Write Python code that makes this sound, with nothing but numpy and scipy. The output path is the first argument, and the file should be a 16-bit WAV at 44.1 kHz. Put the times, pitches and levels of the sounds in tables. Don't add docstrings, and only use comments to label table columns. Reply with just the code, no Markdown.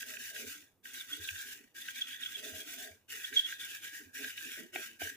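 import sys
import numpy as np
from scipy import signal
from scipy.fft import rfft, irfft
from scipy.io import wavfile
from scipy.ndimage import uniform_filter1d

SR = 44100
rng = np.random.default_rng(int(sys.argv[2]) if len(sys.argv) > 2 else 0)


def int16_out(signal):
    q = np.round(np.clip(np.atleast_2d(signal).T, -1, 1) * 32767)
    wavfile.write(sys.argv[1], SR, q.astype(np.int16))


N = 227535


def undb(db):
    return 10 ** (np.asarray(db) / 20)


def unit(x):
    return x / np.std(x)


def slope(points):
    hz, db = np.transpose(points)
    bins_hz = np.arange(N + 1) * SR / (2 * N)
    return undb(np.interp(np.log(bins_hz + 1), np.log(hz), db))


def shape(x, response):
    return irfft(rfft(x, 2 * N) * response)[..., :N]


def curve(points):
    return undb(np.interp(np.arange(N) / SR, *np.transpose(points)))


def arch(start, length):
    way = np.clip((np.arange(N) / SR - start) / length, 0, 1)
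    return np.sqrt(4 * way * (1 - way))


def band(x, low_hz, high_hz, order=4):
    return signal.sosfilt(signal.butter(order, [low_hz, high_hz], "band", fs=SR, output="sos"), x)


def walk(rate):
    k = int(SR / rate)
    steps = np.repeat(rng.standard_normal(N // k + 1), k)
    return 1.445 * uniform_filter1d(uniform_filter1d(steps, k), k)[:N]


def ring(x, modes):
    total = 0
    for k, (hz, width, db) in enumerate(modes):
        b, a = signal.iirpeak(hz, hz / width, fs=SR)
        total = total + (-1) ** k * undb(db) * signal.lfilter(b, a, x)
    return total


def roaming(force, modes, wander_db, rate):
    shares = undb(wander_db * np.array([walk(rate) for _ in modes]))
    _, width, db = np.transpose(modes)
    shares /= np.sqrt((width * undb(db) ** 2) @ shares ** 2)
    return sum((-1) ** k * ring(force * shares[k], [mode]) for k, mode in enumerate(modes))


PORT_LAG_S = 0.00009


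def flicks(rate, scatter_db, spread_s):
    at = np.flatnonzero(rng.random(N) < rate / SR)
    sign, size, lag = rng.standard_normal((N, 3))[at].T
    size = np.sign(sign) * undb(scatter_db * np.clip(size, -2, 2))
    lag_samples = np.round((PORT_LAG_S + lag * spread_s) * SR).astype(int)
    late = np.clip(at + lag_samples, 0, N - 1)
    return np.array([np.bincount(at, size, N), np.bincount(late, size, N)])


# pitch_hz, level_db
ROOM_TONE = [(20, -17), (55, -38), (88, -4), (140, -14.5), (280, -11.5), (500, -17), (1000, -24),
             (2500, -35), (4800, -40.5), (15000, -31)]
ROOM_TONE_DB = -74.5


def room_tone():
    air = rng.standard_normal(N) + 0.5 * rng.standard_normal((2, N))
    return undb(ROOM_TONE_DB) * unit(shape(air, slope(ROOM_TONE)))


# start_s, length_s, level_db (before the balance of ring, fizz and squeal)
STROKES = [(-0.035, 0.045, -43.5), (0.045, 0.11, -47), (0.171, 0.12, -45.5), (0.325, 0.099, -45.5),
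           (0.447, 0.083, -44.5), (0.826, 0.088, -51.5), (0.916, 0.097, -46.5), (1.067, 0.098, -48),
           (1.191, 0.12, -46.5), (1.324, 0.11, -45.5), (1.439, 0.093, -46.5), (1.737, 0.086, -48.5),
           (1.828, 0.076, -49.5), (1.929, 0.087, -46), (2.051, 0.092, -47), (2.18, 0.085, -46.0),
           (2.271, 0.13, -49), (2.414, 0.084, -45.0), (2.518, 0.093, -47.0), (2.648, 0.088, -46.5),
           (2.76, 0.089, -46.5), (3.076, 0.21, -46.5), (3.311, 0.087, -44), (3.438, 0.086, -45),
           (3.574, 0.089, -46.5), (3.664, 0.093, -45.5), (3.804, 0.075, -45.5), (3.91, 0.077, -47),
           (4.125, 0.18, -44), (4.347, 0.24, -46.0), (4.717, 0.13, -44.0), (4.985, 0.087, -40.5)]
RISE_S, BRAKE_S, DRAG_S, DRAG_SHARE = 0.036, 0.021, 0.099, 0.31


def strokes():
    power = np.zeros(N)
    for start, length, db in STROKES:
        age = np.arange(N) / SR - start
        over = np.maximum(age - length, 0)
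        attack = np.sin(np.pi / 2 * np.clip(age / RISE_S, 0, 1)) ** 2
        brake = (1 - DRAG_SHARE) * np.exp(-over / BRAKE_S)
        drag = DRAG_SHARE * np.exp(-(over / DRAG_S) ** 1.5)
        power += (undb(db) * attack * (brake + drag)) ** 2
    return np.sqrt(power)


def tufts(rate, decay_s, depth):
    releases = (rng.random(N) < rate / SR) * np.minimum(rng.exponential(size=N), 3)
    return 1 + depth * signal.lfilter([1], [1, -np.exp(-1 / (decay_s * SR))], releases)


def wandering_echo(x, lag_s, swing, strength):
    n = np.arange(N)
    echoed = []
    for port in x:
        lag = lag_s * SR * (1 + swing * walk(9))
        echoed.append(port + strength * np.interp(n - lag, n, port))
    return np.array(echoed)


# pitch_hz, width_hz, level_db (relative)
BOARD_MODES = [(1508, 145, -6), (1630, 72, 1.5), (1889, 107, -6), (2300, 226, -9), (2506, 130, -5),
               (2920, 166, -5), (3300, 120, -12), (3630, 320, -12.5)]
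# pitch_hz, level_db (relative)
FIZZ = [(300, -17.5), (1100, -22.5), (1700, -6), (3600, -5.5), (4700, -3.5), (5500, -1), (6500, 1.5),
        (7500, -0.5), (8700, -6), (10200, -0.5), (12500, -4), (15200, 1.5)]
# pitch_hz, width_hz, level_db (relative)
SQUEAL_MODES = [(3294, 160, -1.5), (3450, 140, 5), (3700, 300, -7), (6420, 300, -13.5)]
# time_s, level_db
BITE = [(.1, -2), (.55, -3.5), (1.05, -2), (1.85, -0.5), (2.2, 4), (2.4, -2), (2.8, -3.5), (3.15, 0.5),
        (4.2, 1.5), (5.05, 2)]
# time_s, level_db
GRIP = [(.1, -12), (.85, -7.5), (.97, -1.5), (1.42, -2), (1.5, -29), (1.9, 4.5), (2.15, 3), (2.5, -5.5),
        (2.75, -2.5), (3.1, -16), (3.38, -1.5), (3.63, 2.5), (3.85, -21), (5, -32)]
RING_DB, FIZZ_DB, SQUEAL_DB = -2, 0.5, -3


def scrubbing():
    bite = np.sqrt(curve(BITE))
    bunches = tufts(rate=110, decay_s=0.0059, depth=0.24)
    heavy = flicks(2600, scatter_db=3.5, spread_s=0.00006) * bunches
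    body = band(roaming(heavy, BOARD_MODES, wander_db=3.5, rate=22), 1290, 4600, order=4)
    light = flicks(10000, scatter_db=2.0, spread_s=0.0002) * bunches ** 1.22
    fizz = wandering_echo(shape(light, slope(FIZZ)), lag_s=0.000875, swing=0.204, strength=0.81)
    fits = flicks(3000, scatter_db=1.5, spread_s=0.0001) * undb(3.7 * walk(110))
    squeal = band(roaming(fits, SQUEAL_MODES, wander_db=7.5, rate=30), 3270, 7700, order=3)
    mix = undb(RING_DB) * bite * unit(body)
    mix += undb(FIZZ_DB) / bite * unit(fizz)
    mix += undb(SQUEAL_DB) * curve(GRIP) * unit(squeal)
    return strokes() * mix


PRESS_DB, PRESS_S = -68, 0.089
LIFT_DB, LIFT_S, LIFT_AFTER_S = -64.5, 0.12, 0.0064
PAUSE_S = 0.12


def creaking():
    gain = np.zeros(N)
    next_starts = [row[0] for row in STROKES[1:]] + [np.inf]
    for (start, length, _), next_start in zip(STROKES, next_starts):
        gain += undb(PRESS_DB) * arch(start, PRESS_S)
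        if next_start - start - length > PAUSE_S:
            gain += undb(LIFT_DB) * arch(start + length + LIFT_AFTER_S, LIFT_S)
    return gain


# pitch_hz, width_hz, level_db (relative)
FLEX_MODES = [(160.6, 13, -17), (217, 25.5, -2), (257.6, 30, 0.5), (304.3, 28, -2), (360.5, 37, -6),
              (422.7, 29.7, -7)]
# pitch_hz, width_hz, level_db (relative)
SCRAPE_MODES = [(403, 64, -1.5), (622, 16, 4.5), (698, 65, -2.5), (804, 65, -16)]
# time_s, level_db
FLEX_TILT = [(.5, -6.5), (1.2, 1.5), (2.3, -4.5), (3.2, 7), (4.1, 8), (5, 3.5)]
FLEX_SPLIT_HZ = 270
# start_s, length_s, flex_level_db, scrape_level_db, scrape_top_hz
SLIDES = [(0.025, .2, -76, -62, 600), (0.296, 0.16, -78, -61, 680), (0.393, 0.1, -59, -61.5, 585),
          (1.128, 0.1, -62.5, -78, 520), (2.349, 0.16, -62.5, -62, 725), (2.43, .22, -60.5, -59, 726),
          (2.647, 0.15, -66, -66, 730), (2.777, 0.16, -74, -58.5, 785), (3.11, 0.11, -67, -69, 466),
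          (3.302, .055, -60, -69, 480), (3.988, 0.057, -65, -84, 560), (4.188, .1, -56, -64, 810),
          (4.414, 0.12, -58, -76, 570), (4.568, 0.1, -50, -65, 640), (4.731, 0.098, -56.5, -58.5, 760),
          (5, 0.082, -56.5, -57.5, 784)]


def shifting(lumpy_db=1.0):
    low = roaming(flicks(500, scatter_db=2.0, spread_s=0.00039), FLEX_MODES, wander_db=5, rate=12)
    high = roaming(flicks(500, scatter_db=2, spread_s=0.0004), SCRAPE_MODES, wander_db=3.0, rate=14)
    tilt = curve(FLEX_TILT)
    lower = unit(band(low, 175, FLEX_SPLIT_HZ, order=3))
    upper = unit(band(low, FLEX_SPLIT_HZ, 514, order=3))
    flex = (lower + tilt * upper) / np.hypot(1, tilt)
    out = flex * creaking() * undb(lumpy_db * walk(25.18))
    for start, length, flex_db, scrape_db, top_hz in SLIDES:
        scrape = unit(band(high, 387, top_hz))
        out += arch(start, length) * (undb(flex_db) * flex + undb(scrape_db) * scrape)
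    return out


def blows(hits, modes, decay_s, rattle, breadth):
    out, t = np.zeros((2, N + SR)), np.arange(SR // 8) / SR
    for s, db, hz in hits:
        force = (t == 0) + rattle * rng.standard_normal((2, len(t))) * np.exp(-t / decay_s)
        sound = ring(ring(force, modes), [(hz, breadth * hz, 0)])
        i = int(s * SR)
        out[:, i:i + len(t)] += undb(db) * sound / np.abs(sound).max()
    return out[:, :N]


# start_s, level_db (peak before trim and band-pass), pitch_hz (favoured)
SNAGS = [(0.0273, -29.5, 1750), (0.168, -30.5, 2100), (0.3606, -29.5, 1640), (0.8538, -35.5, 1640),
         (1.2871, -20.5, 2630), (1.3602, -34.5, 1600), (1.884, -27.5, 1630), (3.326, -30, 1610),
         (3.5234, -28.5, 1490), (4.2426, -25, 1550), (4.377, -28, 3120), (4.7578, -21.5, 2300),
         (5.017, -30.5, 2010)]
# start_s, level_db (peak before band-pass)
KNOCKS = [(4.7571, -33), (5.016, -33.5)]
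# pitch_hz, width_hz, level_db (relative)
KNOCK_MODES = [(307, 76, 1.5), (520, 82, -3.5), (680, 110, 2.5), (820, 120, -4)]
KNOCK_HZ = 650


def snags():
    snap = blows(SNAGS, BOARD_MODES, decay_s=0.0027, rattle=0.21, breadth=0.5)
    landings = [(s, db, KNOCK_HZ) for s, db in KNOCKS]
    knock = blows(landings, KNOCK_MODES, decay_s=0.0048, rattle=0.08, breadth=1.2)
    return undb(-1.5) * band(snap, 1320, 6500) + band(knock, 175, 1340)


# start_s, level_db (before the trim)
BUMPS = [(0.452, -54.5), (1.189, -45.5), (1.307, -45), (2.52, -46.5), (2.901, -52.5), (3.319, -57.5),
         (4.05, -57), (5.019, -44)]
BENCH_HZ = 88.2


def bumps(push_s):
    out, t = np.zeros(N), np.arange(N) / SR
    for s, db in BUMPS:
        age = np.maximum(t - s, 0) / push_s
        push = (age / 2) ** 2 * np.exp(2 - age)
        out += undb(db) * push * np.sin(2 * np.pi * BENCH_HZ * (t - s))
    return undb(-7.5) * out


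# crest_s, level_db (before roughness and trim), swell_s
SQUEAKS = [(1.138, -33.5, 0.01), (2.021, -31, 0.0059), (2.236, -36, 0.0041), (2.265, -33, .0078),
           (2.358, -33, .0053), (3.25, -32, 0.0051), (3.373, -19, 0.006), (3.384, -29, 0.0019),
           (3.396, -19, 0.0034), (3.464, -34, .021)]
SQUEAK_HZ = 3345


def squeaks(waver=0.0168, rough_db=2, octave_db=-31, release_s=0.0034, port_lag_s=0.00011):
    out, t = np.zeros((2, N)), np.arange(N) / SR
    drift, grip = 1 + waver * walk(350), undb(rough_db * walk(400))
    lags = np.array([[0], [port_lag_s]])
    for s, db, swell in SQUEAKS:
        near = np.abs(t - s) < 0.08
        age = t[near] - s
        envelope = np.exp(-(age / np.where(age < 0, swell, release_s)) ** 2 / 2)
        phase = 2 * np.pi * SQUEAK_HZ * (np.cumsum(drift[near]) / SR - lags)
        tone = np.sin(phase) + undb(octave_db) * np.sin(2 * phase)
        out[:, near] += undb(db) * envelope * grip[near] * tone
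    return undb(-0.5) * out


def reflections(x, wet_db, t60):
    t = np.arange(SR // 2) / SR
    noise = band(rng.standard_normal((2, len(t))), 140, 8000, order=1)
    tail = noise * np.exp(-np.log(1000) * t / t60)
    tail *= undb(wet_db) / np.linalg.norm(tail, axis=1, keepdims=True)
    return x + signal.fftconvolve(x, tail, axes=1)[:, :N]


def scene():
    close = scrubbing() + shifting() + snags() + squeaks()
    return room_tone() + reflections(close, wet_db=-12.5, t60=0.18) + bumps(push_s=0.011)


# pitch_hz, level_db (left minus right)
BALANCE = [(90, 1.5), (200, -7.5), (700, -0.5), (2250, -1), (2580, -4.5), (2920, 5.5), (3450, -4),
           (5800, -1.5), (7400, -7), (8700, 0.5), (10200, 10), (15000, 0.5)]
TOP_HZ = 15500


def record(dry):
    lean = slope(BALANCE)
    ports = np.array([lean, np.ones_like(lean)]) * np.sqrt(2 / (1 + lean ** 2))
    coloured = shape(dry, ports)
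    return signal.sosfilt(signal.ellip(12, 0.2, 70, TOP_HZ, fs=SR, output="sos"), coloured)


dry = scene()
out = record(dry)
int16_out(out)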